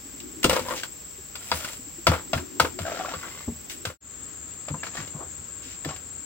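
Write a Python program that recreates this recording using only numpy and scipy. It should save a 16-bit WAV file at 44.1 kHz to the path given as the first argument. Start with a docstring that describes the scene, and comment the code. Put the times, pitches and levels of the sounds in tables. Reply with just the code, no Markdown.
"""In a garden, a steel trowel taps, slaps and scrapes wet mortar on a slab while insects shrill in the bushes.
Touches and strokes are shaped noise through the damped modes of the blade, with pitched rings and groans.
Sinking tones make the mortar thuds, low hollow notes the bumped buckets, and a short noise tail the yard.
Behind lie cricket trills, a blurred insect chorus, two bird notes, soft bumps, a low drone and rumbling air.
The sound fades out and in again at a second spot, with other air and other insects."""
import sys
import numpy as np
from scipy import signal
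from scipy.fft import rfft, irfft, next_fast_len
from scipy.io import wavfile
from scipy.ndimage import map_coordinates

SR = 44100
rng = np.random.default_rng(int(sys.argv[2]) if len(sys.argv) > 2 else 0)


def dump(signal):
    """Clip the signal to [-1, 1] and save it as 16-bit WAV at the path in sys.argv[1]."""
    limited = np.clip(np.atleast_2d(signal).T, -1, 1)
    pcm = np.round(limited * 32767).astype(np.int16)
    wavfile.write(sys.argv[1], SR, pcm)


N = 275625
TIME = np.arange(N) / SR

# All table levels are relative: the layers and filters below shape them further.
# single touches of the edge: start_s, level_db, edge_db, ring_hz
EDGE_TAPS = [(0.201, -50, 14.5, 2100), (0.43, -22, 1, 2050), (0.449, -11.5, -37, 437),
             (0.559, -33.5, 6.5, 990), (0.593, -28, -1, 514), (0.707, -18, -20, 960),
             (0.833, -22.5, -5, 1560), (1.354, -28.5, -1.5, 1445), (1.645, -22.5, -6.5, 1470),
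             (1.685, -29.5, -6.5, 1970), (2.137, -19.5, -19, 958), (2.185, -34, -10, 1267),
             (2.376, -24, -13, 1550), (3.232, -27, -25.5, 1493), (3.25, -28.5, -29.5, 1570),
             (3.403, -46, -10, 908), (3.697, -34.5, 4, 2760), (4.683, -24.5, -14.5, 604),
             (4.742, -22, -39, 1005), (4.832, -20, -18, 1700), (4.868, -27, -13.5, 1316),
             (4.975, -23.5, -22, 1840), (5.075, -37, -0.5, 505.5), (5.847, -25.5, -4.5, 1770),
             (5.961, -38.5, 1, 1630)]
# the blade slapped down flat:
# start_s, level_db, edge_db, ring_hz, thud_db, thud_start_hz, heel_db, slide_db
FLAT_SLAPS = [(0.442, -9.5, -2, 502, -34, 473, -32.5, -35.5), (1.516, -10.5, -17, 948, -31, 120, -34, -44),
              (2.068, -4.5, -11.5, 1339, -15, 167, -11.5, -34),
              (2.332, -12, -15, 648, -21.5, 171, -35.5, -33.5),
              (2.598, -7, -8, 935, -24.5, 147.1, -14, -29),
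              (2.789, -23.5, -9.5, 628, -31.5, 170.2, -66, -37.5),
              (3.138, -23, -13.5, 1150, -39.5, 199.8, -50, -47.5),
              (3.852, -20, -3, 1550, -32, 167, -23, -33.5)]
# strokes through the mortar:
# start_s, length_s, drag_db, grit_db, fizz_db, loss_over_stroke_db, pitch_hz, upper_pitch_hz
TROWEL_STROKES = [(0.512, 0.06, -25, -40, -36.5, 4.5, 560, 943),
                  (0.62, 0.029, -46, -48.5, -49.5, 2, 528, 950),
                  (0.675, 0.066, -36, -50, -46.5, -4.5, 540, 1000),
                  (0.775, 0.032, -69, -36.5, -46.5, 8, 824, 2780),
                  (1.41, 0.093, -50.5, -51.5, -49, -5, 715, 1400),
                  (1.55, .19, -41.5, -42, -41, 5.5, 616.6, 1405),
                  (2.112, 0.043, -27.5, -47.5, -49.5, 1.5, 898.7, 1348),
                  (2.875, 0.26, -34, -45.5, -53, 2, 680.7, 1349),
                  (3.2, 0.22, -44, -51.5, -55, 0.5, 1120, 2017),
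                  (3.715, 0.021, -60, -39.5, -39.5, 10, 1260, 2890),
                  (4.85, 0.025, -43, -46, -57.5, 2, 1102, 1800),
                  (4.955, 0.06, -34, -43, -52.5, 2, 1155, 1731),
                  (5.635, 0.093, -67, -50, -58.5, -2, 1000, 1762),
                  (5.894, 0.011, -33, -41, -55, 4.5, 749, 1100)]
# brief groans as the blade catches: start_s, level_db, pitch_hz, upper_pitch_hz, upper_db
BLADE_CATCHES = [(0.591, -26.5, 500, 980, -3), (0.663, -33.5, 550, 990, -1), (0.706, -25, 535, 986, 0.5),
                 (0.722, -27.5, 556, 1154, 2), (1.517, -24, 512, 1406, -4), (0.741, -31, 530, 990, -6),
                 (2.071, -16, 639, 980, 3), (2.6, -19.5, 509, 1376, 6.5), (2.117, -27.5, 705, 1401, -9),
                 (2.15, -32, 640, 980, -1), (2.648, -20.5, 554, 1415, -13), (2.851, -25, 666, 1571, -7),
                 (2.865, -24.5, 680, 1530, -12), (2.880, -27, 720, 1666, -10),
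                 (2.917, -22.5, 630, 1518, -13), (2.943, -30, 560, 1250, -13),
                 (2.969, -28.5, 690, 1190, -19), (2.996, -23, 732, 1550, -17),
                 (3.008, -23.5, 740, 1190, -7), (3.047, -30, 601, 1145, 3), (3.083, -26, 748, 1500, -18),
                 (3.119, -38.5, 636, 900, 3), (5.888, -35, 650, 1400, 6), (5.902, -34, 623, 1580, 2.5),
                 (5.910, -39, 773, 1102, 5)]
# damped modes of the blade on the slab: pitch_hz, width_hz, level_db
BLADE_MODES = [(534.5, 100, -4.5), (660, 50, -11.5), (964, 29, -14.5), (1276, 160, -7.5), (1394, 72, -9),
               (2172, 190, -11), (2760, 130, -11), (3368, 47, -11), (3940, 96, -12.5), (4702, 480, -5.5),
               (5420, 110, -14)]
# a soft scuff that swells and sinks: time_s, level_db
SCUFF_LEVEL = [(5.14, -47.5), (5.185, -49), (5.218, -37.5), (5.245, -50), (5.29, -61)]
# hollow knocks of a bumped bucket: start_s, level_db, pitch_hz, contact_db
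BUCKET_KNOCKS = [(0.445, -18, 300, 6), (0.472, -30, 253, -13), (0.608, -32.5, 246, -24),
                 (1.514, -35, 207, -2), (2.073, -24.5, 351, 0), (3.477, -23.5, 232.4, -2),
                 (4.703, -25.5, 149.6, -4), (4.737, -32.5, 152.8, -14), (4.986, -30.5, 148, -10),
                 (5.144, -32, 148.3, -27), (5.655, -43, 266, -11), (5.856, -26.5, 150, 0.5)]
# trills of the nearer crickets: start_s, end_s, pulses_per_s, top_pitch_hz, level_db, left_minus_right_db
CRICKET_TRILLS = [(.033, 2.32, 24.9, 7920, -45, -6), (3.15, 3.96, 24.3, 7900, -45, -5),
                  (.016, 3.96, 23.5, 7670, -43.5, 1), (0, 3.96, 22.8, 7440, -45.5, 1),
                  (4.053, 6.25, 23.9, 7660, -40.5, 6), (4.02, 6.25, 22.6, 7480, -43.5, 3),
                  (4.03, 6.25, 25.1, 7950, -53, 4), (4.06, 6.25, 23.2, 8160, -54.5, -2.5),
                  (4.02, 6.25, 23.2, 6820, -50.5, 3)]
# the far insect chorus: start_s, end_s, pitch_hz, half_width_hz, level_db, left_minus_right_db
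INSECT_BANDS = [(0, 4, 7455, 170, -47, 2.5), (4, 6.7, 7460, 178, -43.7, 5), (4, 5.4, 6780, 102, -51.5, -3)]
# notes of a small bird: start_s, level_db, pitch_hz, rise_over_note_hz
BIRD_NOTES = [(4.505, -54.5, 2770, 650), (4.781, -48, 2710, -120)]
# soft distant bumps: start_s, level_db, pitch_hz
SOFT_BUMPS = [(0.05, -41, 282), (0.137, -40, 286), (0.239, -39, 303), (0.338, -43, 396),
              (0.364, -33.5, 312), (1.181, -41.5, 382), (1.79, -40, 258), (1.868, -40.5, 290),
              (1.982, -36.5, 338), (3.735, -42.5, 320)]
# spells of a far low drone: start_s, end_s, level_db
DRONE_SPELLS = [(0.03, 0.984, -48), (2.07, 3.248, -43.5), (3.6, 3.964, -49.5)]

# colour of the blow's body: frequency_hz, level_db
BLOW_COLOUR = [(25, -38), (60, -9.5), (200, 1.5), (500, -3.5), (1000, 5), (1500, 2.5), (2200, 1.5),
               (3200, -2.5), (6000, -6.5), (16000, -51)]
# colour of the crushed edge: frequency_hz, level_db
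EDGE_COLOUR = [(500, -20.5), (1500, -6.5), (2800, 5.5), (5500, -3), (8500, 3.5), (11000, -23.5),
               (14000, -2), (16000, -8)]
# colour of the dragging blade: frequency_hz, level_db
DRAG_COLOUR = [(40, -20), (90, -3.5), (250, 1.5), (400, 1), (600, -6.5), (1000, -1), (1500, 2.5),
               (2200, -4), (4000, -11), (9000, -49.5)]
# colour of the grit under it: frequency_hz, level_db
GRIT_COLOUR = [(600, -29.5), (1700, 6), (2800, 9.5), (4500, 5), (6500, 7), (9000, -33), (16000, -59)]
# colour of the wet film's fizz: frequency_hz, level_db
FIZZ_COLOUR = [(4000, -18.5), (8000, -2.5), (9500, 18), (11200, -35), (13000, 10), (15500, 10.5)]
# colour of the air at the first spot: frequency_hz, level_db
FIRST_AIR = [(25, -18), (55, 4.5), (82, 3.5), (120, 0.5), (300, -3.5), (450, -5.5), (800, -12), (1400, -11),
             (3300, -14), (4300, -15), (6500, -12), (8200, -8.5), (10500, -87.5), (13000, -16.5),
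             (15500, -12)]
# colour of the air at the second spot: frequency_hz, level_db
SECOND_AIR = [(25, -21), (55, -1), (88, 4.5), (120, -3), (300, -3.5), (550, -10), (850, -15), (1300, -10),
              (2200, -15.5), (4000, -18.5), (6000, -19.5), (8200, -30), (10500, -90), (13000, -25.5),
              (15500, -20)]
# further colours: frequency_hz, level_db
SQUASH_COLOUR = [(30, -24.5), (70, 11.0), (170, 11.0), (300, -1.5), (600, -18.5), (1500, -55)]
SCUFF_COLOUR = [(150, -13.5), (350, 4.0), (700, 1.0), (1100, 1.5), (1500, -6.5), (3000, -46.5)]
BUCKET_CONTACT = [(150, -4.5), (300, 2.5), (650, -6.5), (1100, -12.0), (1800, -54.0)]
BUCKET_SHOVE = [(30, -29.0), (75, 10.0), (280, -1.5), (600, -62.0)]
DRONE_COLOUR = [(150, -23.5), (250, 6.0), (340, 5), (400, 3.0), (520, -53)]

# how alike the two ears hear the air: frequency_hz, likeness (0 to 1)
AIR_LIKENESS = [(60, 0.91), (170, 0.65), (350, 0.26), (700, 0), (16000, 0.55)]
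# how alike the two ears hear the work: frequency_hz, likeness (0 to 1)
WORK_LIKENESS = [(60, 1), (300, 1), (700, 0.61), (1400, 0.55), (3000, 0.44), (16000, 0.41)]
# likeness of the drone at the two ears: frequency_hz, likeness (0 to 1)
DRONE_LIKENESS = [(300, 0.15)]
# tilt of the whole picture to the left: frequency_hz, left_minus_right_db
LEFT_TILT = [(80, 2), (350, 2), (1300, 3.5), (2800, 1.5), (4500, 4.5), (6000, 6), (7600, 2), (9000, -0.5)]
# decay of the yard: frequency_hz, t60_s
YARD_DECAY = [(150, 0.24), (1500, 0.07), (10000, 0.12)]

# The heel lands after the tip, duller and lower.
HEEL_LAG_S, HEEL_EDGE_DB, HEEL_HZ = 0.049, -28.5, 531
# The slide after a slap; grit and fizz are relative to its drag.
SLIDE_S, SLIDE_GRIT_DB, SLIDE_FIZZ_DB, SLIDE_LOSS_DB, SLIDE_UPPER_HZ = 0.054, -8, -10, 4.5, 1400
# A stroke's rise and release; its pitch climbs by a share of itself each second.
PRESS_S, LIFT_T60_S, GLIDE_PER_S = 0.025, 0.23, 0.15
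# A run of skips along the mortar, each weaker and duller than the last; the blade groans at each.
SKIP_START_S, SKIP_GAP_S, SKIP_HZ, SKIP_UPPER_HZ = 0.495, 0.0345, 530, 933
SKIP_DB, SKIP_EDGE_DB, SKIP_LOSS_DB, SKIP_DULL_DB = -13.5, -3, 1, 6
SKIP_GROAN_DB, SKIP_UPPER_DB = -22.5, -2.5
SECOND_SPOT_S, FADE_OUT_S, SILENCE_S, FADE_IN_S = 3.99, 0.14, 0.028, 0.06
CEILING, TOP_HZ = 0.98, 16100  # clip level (full scale 1) and band limit


def taps(crush_s, rise_s, blow_t60, edge_t60, ring_t60, blow_db, crack_db, ring_db, tail_db, tail_t60, bright_hz):
    """The edge crushes sand for a few milliseconds; the blade rings at a pitch set by where it lands."""
    out, rings, t = np.zeros((2, N)), np.zeros(N), np.arange(SR // 4) / SR
    blow, edge = rush(BLOW_COLOUR, WORK_LIKENESS), rush(EDGE_COLOUR, WORK_LIKENESS)
    onset = 1 - np.exp(-t / rise_s)
    after = np.maximum(t - crush_s, 0)
    tail = amp(tail_db - 60 * t / tail_t60)
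    for s, db, edge_db, hz in contacts(count=3):
        # the less the edge bites, the softer and duller the blow
        cutoff_hz = min(bright_hz * np.sqrt(amp(edge_db)), SR / 3)
        softness = signal.butter(2, cutoff_hz, fs=SR)
        soft_blow = signal.lfilter(*softness, excerpt(blow, s, t))
        body = amp(blow_db) * (amp(-60 * after / blow_t60) + tail) * soft_blow
        crack = amp(edge_db + crack_db) * (amp(-60 * after / edge_t60) + tail) * excerpt(edge, s, t)
        add(out, s, amp(db) * onset * (body + crack))
        ring = amp(db + ring_db - 60 * t / ring_t60) * np.sin(2 * np.pi * hz * t)
        add(rings, s, onset * ring)
    return blade(out, direct_db=-9.0, ring_db=-5) + rings


def contacts(count):
    """Every touch of steel: taps, the tip and heel of each slap, and a run of skips."""
    tips = [slap[:4] for slap in FLAT_SLAPS]
    heels = [(s + HEEL_LAG_S, heel_db, HEEL_EDGE_DB, HEEL_HZ) for s, *_, heel_db, _ in FLAT_SLAPS]
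    skips = [(SKIP_START_S + k * SKIP_GAP_S, SKIP_DB - k * SKIP_LOSS_DB,
              SKIP_EDGE_DB - k * SKIP_DULL_DB, SKIP_HZ) for k in range(count)]
    return EDGE_TAPS + tips + heels + skips


def clacks(clack_db, t60, vary_db, detune):
    """A flat slap strikes all the blade's modes at once, in a new balance; the narrow ones ring longest."""
    out, t = np.zeros(N), np.arange(SR // 4) / SR
    hz, width, level = np.transpose(BLADE_MODES)[:, :, None]
    life = t60 * np.sqrt(np.median(width) / width)
    for s, db, *_ in FLAT_SLAPS:
        loud, high, flip = rng.standard_normal((3, len(BLADE_MODES), 1))
        decay = amp(level + vary_db * loud - 60 * t / life)
        modes = decay * np.sign(flip) * np.sin(2 * np.pi * hz * (1 + detune * high) * t)
        add(out, s, amp(db + clack_db) * modes.sum(axis=0))
    return out


def scrapes(grain_db, lump_db, drag_db, grit_db, fizz_db, sing_db, upper_db, sing_knots_per_s, sand_db):
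    """The blade judders over sand grains and rings where it is pressed; the wet film fizzes behind it."""
    (drag_level, grit_level, fizz_level), pitches = pressure()
    judder = slips(rate=80, slip_s=0.005, spread_db=3, steady=0.15)
    push = drag_level * judder * unit(amp(lump_db * wobble(70)))
    drag = amp(drag_db) * push * rush(DRAG_COLOUR, WORK_LIKENESS)
    grit_grain = unit(judder ** 0.26 * amp(grain_db * wobble(900)))
    grit = amp(grit_db) * grit_level * grit_grain * rush(GRIT_COLOUR, WORK_LIKENESS)
    fizz_grain = unit(amp(grain_db * wobble(990)))
    fizz = amp(fizz_db) * fizz_level * fizz_grain * rush(FIZZ_COLOUR, WORK_LIKENESS)
    snaps = sand(rate=220, mean_hz=1130, spread=2.37, cycles=12, size_db=15)
    grains = amp(sand_db) * drag_level * snaps
    # narrow noise around each of the blade's two pitches
    low, high = [unit(wobble(sing_knots_per_s) * np.cos(phase) + wobble(sing_knots_per_s) * np.sin(phase))
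                 for phase in 2 * np.pi * np.cumsum(pitches, axis=1) / SR]
    singing = push * (amp(sing_db) * low + amp(upper_db) * high)
    return blade(drag + grit + grains, direct_db=-1.5, ring_db=-9.5) + fizz + singing


def pressure():
    """Drag, grit and fizz gains and two pitches: each stroke or slide is pressed, held and lifted."""
    slides = [(s + PRESS_S, SLIDE_S - PRESS_S, db, db + SLIDE_GRIT_DB, db + SLIDE_FIZZ_DB,
               SLIDE_LOSS_DB, hz, SLIDE_UPPER_HZ) for s, _, _, hz, *_, db in FLAT_SLAPS]
    levels, pitches = np.zeros((3, N)), np.zeros((2, N))
    t = np.arange(SR // 2) / SR - PRESS_S
    for s, length, *layers_db, loss_db, hz, upper_hz in sorted(TROWEL_STROKES + slides):
        held = np.clip(t, 0, length)
        lift = np.maximum(t - length, 0)
        shape = np.minimum(1 + t / PRESS_S, 1) * amp(-loss_db * held / length - 60 * lift / LIFT_T60_S)
        add(levels, s - PRESS_S, amp(layers_db)[:, None] * shape)
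        # a new stroke takes the pitches over from the one before
        rest = pitches[:, round((s - PRESS_S) * SR):][:, :len(t)]
        rest[:] = np.outer([hz, upper_hz], 1 + GLIDE_PER_S * held)[:, :rest.shape[1]]
    return levels, pitches


def slips(rate, slip_s, spread_db, steady):
    """Stick and slip at uneven intervals: each slip starts sharply and fades."""
    starts = np.cumsum(rng.uniform(0.4, 1.6, 2000) / rate)
    strengths = amp(spread_db * rng.standard_normal(len(starts)))
    kicks = np.bincount(np.minimum(starts * SR, N).astype(int), strengths, N + 1)[:N]
    return unit(steady + signal.lfilter([1], [1, -np.exp(-1 / (slip_s * SR))], kicks))


def sand(rate, mean_hz, spread, cycles, size_db):
    """Wet grains snap out from under the blade, each a few cycles of a damped note; rms 1."""
    out, t = np.zeros(N), np.arange(SR // 40) / SR
    for when, high, big in rng.uniform(size=(int(rate * N / SR), 3)):
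        hz = mean_hz * spread ** (2 * high - 1)
        add(out, when * N / SR, amp(size_db * big - 60 * hz * t / cycles) * np.sin(2 * np.pi * hz * t))
    return unit(out)


def catches(swell_s, t60, rub_db, sag_per_s, count):
    """The blade digs in and springs free: two of its notes swell briefly and die in the wet mortar."""
    out, t = np.zeros((2, N)), np.arange(SR // 8) / SR
    rub = rush(DRAG_COLOUR, WORK_LIKENESS)
    roughness = unit(1 + wobble(330))  # sand roughens the upper note
    shape = np.minimum(t / swell_s, 1) * amp(-60 * np.maximum(t - swell_s, 0) / t60)
    turn = 2 * np.pi * t * (1 - sag_per_s * t / 2)  # both pitches sag
    skips = [(SKIP_START_S + k * SKIP_GAP_S, SKIP_GROAN_DB, SKIP_HZ, SKIP_UPPER_HZ, SKIP_UPPER_DB)
             for k in range(count)]
    for s, db, hz, upper_hz, upper_db in BLADE_CATCHES + skips:
        upper = amp(upper_db) * excerpt(roughness, s, t) * np.sin(upper_hz * turn)
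        groan = np.sin(hz * turn) + upper + amp(rub_db) * excerpt(rub, s, t)
        add(out, s, amp(db) * shape * groan)
    return out


def blade(x, direct_db, ring_db):
    """Contact noise leaves partly at once, partly through the damped modes of the blade."""
    def response(f):
        modes = sum(amp(db) * 1j * f * width / (hz * hz - f * f + 1j * f * width)
                    for hz, width, db in BLADE_MODES)
        return amp(direct_db) + amp(ring_db) * modes
    return filtered(x, response)


def scuff():
    """Something soft is dragged over the mortar: dull, with no grit."""
    level = amp(np.interp(TIME, *np.transpose(SCUFF_LEVEL), left=-120, right=-120))
    return level * rush(SCUFF_COLOUR, WORK_LIKENESS)


def pats(lag_s, end_hz, settle_s, rise_s, swell_s, t60, pat_db, squash_db):
    """Wet mortar gives way under the blade: a dull thud whose pitch sinks."""
    out, t = np.zeros((2, N)), np.arange(SR // 3) / SR
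    squash = rush(SQUASH_COLOUR, WORK_LIKENESS)
    for s, _, _, _, db, start_hz, _, _ in FLAT_SLAPS:
        hz = end_hz + (start_hz - end_hz) * np.exp(-t / settle_s)
        push = np.minimum(t / rise_s, 1) * amp(db - 60 * np.maximum(t - swell_s, 0) / t60)
        tone = amp(pat_db) * np.sin(2 * np.pi * np.cumsum(hz) / SR)
        wet = amp(squash_db - 60 * t / 0.32) * excerpt(squash, s, t)
        add(out, s + lag_s, push * (tone + wet))
    return out


def knocks(t60, knock_db, upper_db, shove_db):
    """A dull contact shoves the bucket and wakes a low hollow note with a weaker upper one."""
    out, t = np.zeros((2, N)), np.arange(SR // 3) / SR
    contact, shove = rush(BUCKET_CONTACT, WORK_LIKENESS), rush(BUCKET_SHOVE, WORK_LIKENESS)
    onset = 1 - np.exp(-t / 0.0045)
    for s, db, hz, contact_db in BUCKET_KNOCKS:
        ring = np.sin(2 * np.pi * hz * t) + amp(upper_db) * np.sin(2 * np.pi * 1.8 * hz * t)
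        touch = amp(contact_db - 60 * t / 0.067) * excerpt(contact, s, t)
        push = amp(shove_db - 60 * t / 0.22) * excerpt(shove, s, t)
        add(out, s, amp(db) * onset * (amp(knock_db - 60 * t / t60) * ring + touch + push))
    return out


def from_left(x, lead_s):
    """The left ear hears the work a little earlier."""
    return filtered(x, lambda hz: np.exp(1j * np.pi * hz * lead_s * np.array([[1], [-1]])))


def yard(x):
    """The brick wall and roof answer briefly: a noise tail that decays at its own pace in each band."""
    hz, _, bands = signal.stft(rng.standard_normal((2, SR // 3)), SR, nperseg=256)
    t = _
    decay = amp(-60 * t / along(YARD_DECAY, hz)[:, None])
    tail = signal.istft(bands * decay, SR, nperseg=256)[1]
    tail = np.pad(tail / np.linalg.norm(tail[0]), ((0, 0), (300, 0)))  # it starts 300 samples late
    return signal.fftconvolve(x, tail, axes=1)[:, :N]


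def crickets(pulse_s, crest, bend_hz, drift, uneven_db, scatter_db):
    """Each wing stroke whistles, bends up a little and falls away; the leaves scatter part of it."""
    out, u = np.zeros((2, N)), np.linspace(0, 1, int(pulse_s * SR))
    swell = np.sqrt(abs(np.sin(np.pi * u)))
    bend = bend_hz * ((u - crest) / (1 - crest)) ** 2
    for start, end, rate, hz, db, left_db in CRICKET_TRILLS:
        for k, (late, high, loud) in enumerate(rng.standard_normal(size=(100, 3))):
            s = start + (k + late / 50) / rate
            if s < end:
                gain = amp(db + uneven_db * loud + np.array([[left_db], [-left_db]]) / 2)
                pitch = hz * (1 + drift * high) - bend
                add(out, s, gain * swell * np.sin(2 * np.pi * np.cumsum(pitch) / SR))
    return out + amp(scatter_db) * yard(out)


def insects(waver_db):
    """Many far voices merge into narrow shrill bands, different on the way to each ear."""
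    out = np.zeros((2, N))
    for start, end, hz, width, db, left_db in INSECT_BANDS:
        noise = rng.standard_normal((2, N))
        voice = unit(filtered(noise, lambda f: 1 / (1 + ((f - hz) / width) ** 2)))
        sounding = (TIME >= start) * (TIME < end)
        pan_db = np.array([[left_db], [-left_db]]) / 2
        out += voice * sounding * amp(db + waver_db * wobble(6.8) + pan_db)
    return out


def bird(length_s, dip_hz):
    """Short whistles that dip and rise again."""
    out, u = np.zeros(N), np.linspace(0, 1, int(length_s * SR))
    arch = np.sin(np.pi * u)
    for s, db, hz, rise_hz in BIRD_NOTES:
        pitch = hz + dip_hz * (1 - arch) + rise_hz * (u - 0.5)
        add(out, s, amp(db) * arch * np.sin(2 * np.pi * np.cumsum(pitch) / SR))
    return out


def bumps(t60, rise_s):
    """Each bump is a few cycles of a damped low note."""
    out, t = np.zeros(N), np.arange(SR // 5) / SR
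    for s, db, hz in SOFT_BUMPS:
        shape = np.minimum(t / rise_s, 1) * amp(db - 60 * np.maximum(t - rise_s, 0) / t60)
        add(out, s, shape * np.sin(2 * np.pi * hz * t))
    return out


def drone(swell_db, waver_db):
    """A narrow low band that swells and sinks once in each spell, wavering as it goes."""
    band = rush(DRONE_COLOUR, DRONE_LIKENESS)
    level = np.zeros(N)
    for start, end, db in DRONE_SPELLS:
        arch = np.sin(np.linspace(0, np.pi, round((end - start) * SR)))
        add(level, start, amp(db + swell_db * (np.sqrt(abs(arch)) - 1)))
    return level * band * amp(waver_db * wobble(22.02))


def garden(first_db, second_db):
    """Distant rumble, leaves and a thin high hiss, different at the two spots."""
    first = amp(first_db) * rush(FIRST_AIR, AIR_LIKENESS)
    second = amp(second_db) * rush(SECOND_AIR, AIR_LIKENESS)
    return np.where(TIME < SECOND_SPOT_S, first, second) * amp(0.26 * wobble(1.48) + 0.21 * wobble(15))


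def rush(spectrum, alike):
    """Coloured stereo noise of rms 1; the mid-side balance sets how alike the ears are."""
    def mid_side(hz):
        turn = np.arccos(np.clip(along(alike, hz), -1, 1)) / 2
        return amp(along(spectrum, hz)) * [np.cos(turn), np.sin(turn)]
    mid, side = filtered(rng.standard_normal((2, N)), mid_side)
    return unit(np.array([mid + side, mid - side]))


def amp(db):
    """Decibels to gain."""
    return 10 ** (np.asarray(db) / 20)


def unit(x):
    """Scale to rms 1."""
    return x / np.sqrt(np.mean(x ** 2) + 1e-20)


def along(points, hz):
    """Read a (frequency_hz, value) curve on a log frequency axis."""
    f, v = np.transpose(points)
    return np.interp(np.log(hz + 1), np.log(f + 1), v)


def wobble(rate):
    """A smooth random curve, rate knots a second."""
    return map_coordinates(rng.standard_normal(int(N * rate / SR) + 4), [TIME * rate])


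def filtered(x, response):
    """Shape x by a response of frequency."""
    m = next_fast_len(x.shape[-1] + 8192)
    return irfft(rfft(x, m) * response(np.fft.rfftfreq(m, 1 / SR)), m)[..., :x.shape[-1]]


def excerpt(track, s, t):
    """The stretch of a track from time s, as long as t, wrapping at the end."""
    return track[..., (round(s * SR) + np.arange(len(t))) % N]


def add(track, s, sound):
    """Mix a sound into a track from time s."""
    part = track[..., max(round(s * SR), 0):][..., :sound.shape[-1]]
    part += sound[..., :part.shape[-1]]


def scene():
    """Mix the trowel work, its answer from the yard and the garden around it, tilted left."""
    blows = taps(crush_s=0.0023, rise_s=0.0009, blow_t60=0.068, edge_t60=0.033, ring_t60=0.029, blow_db=-2,
                 crack_db=6.5, ring_db=-1.0, tail_db=-21.5, tail_t60=0.21, bright_hz=9700)
    blows = blows + clacks(clack_db=-7, t60=0.048, vary_db=4, detune=0.0098)
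    strokes = scrapes(grain_db=3.5, lump_db=0.5, drag_db=-5.5, grit_db=3.0, fizz_db=2.0, sing_db=-12.5,
                      upper_db=-10.5, sing_knots_per_s=110, sand_db=-10)
    groans = catches(swell_s=0.0029, t60=0.037, rub_db=-11, sag_per_s=1.0, count=3)
    work = from_left(blows + strokes + groans + scuff(), lead_s=0.00009)
    thuds = pats(lag_s=0.00896, end_hz=80, settle_s=0.01265, rise_s=0.016, swell_s=0.032, t60=0.18,
                 pat_db=-2.5, squash_db=-2.0)
    buckets = knocks(t60=0.15, knock_db=1.5, upper_db=-13.5, shove_db=-5.0)
    outdoors = crickets(pulse_s=0.021, crest=0.38, bend_hz=330, drift=0.003, uneven_db=1.8, scatter_db=-2)
    outdoors = outdoors + insects(waver_db=1.0)
    outdoors = outdoors + bird(length_s=0.042, dip_hz=250)
    outdoors = outdoors + bumps(t60=0.09, rise_s=0.0065)
    outdoors = outdoors + drone(swell_db=11.5, waver_db=2.5)
    outdoors = outdoors + garden(first_db=-45.4, second_db=-46.8)
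    mix = work + thuds + buckets + amp(-7.5) * yard(work) + outdoors
    return filtered(mix, lambda hz: amp(np.array([[1], [-1]]) * along(LEFT_TILT, hz) / 2))


def record(dry):
    """A fade through silence joins the two spots; the hardest peaks clip; the band limit cuts the top."""
    away = np.maximum(abs(TIME - SECOND_SPOT_S) - SILENCE_S / 2, 0)
    fade_out = np.minimum(away / FADE_OUT_S, 1)
    fade_in = 1 - np.exp(-away / FADE_IN_S)
    faded = dry * np.where(TIME < SECOND_SPOT_S, fade_out, fade_in)
    return filtered(np.clip(faded, -CEILING, CEILING), lambda hz: hz < TOP_HZ)


dry = scene()
out = record(dry)
dump(out)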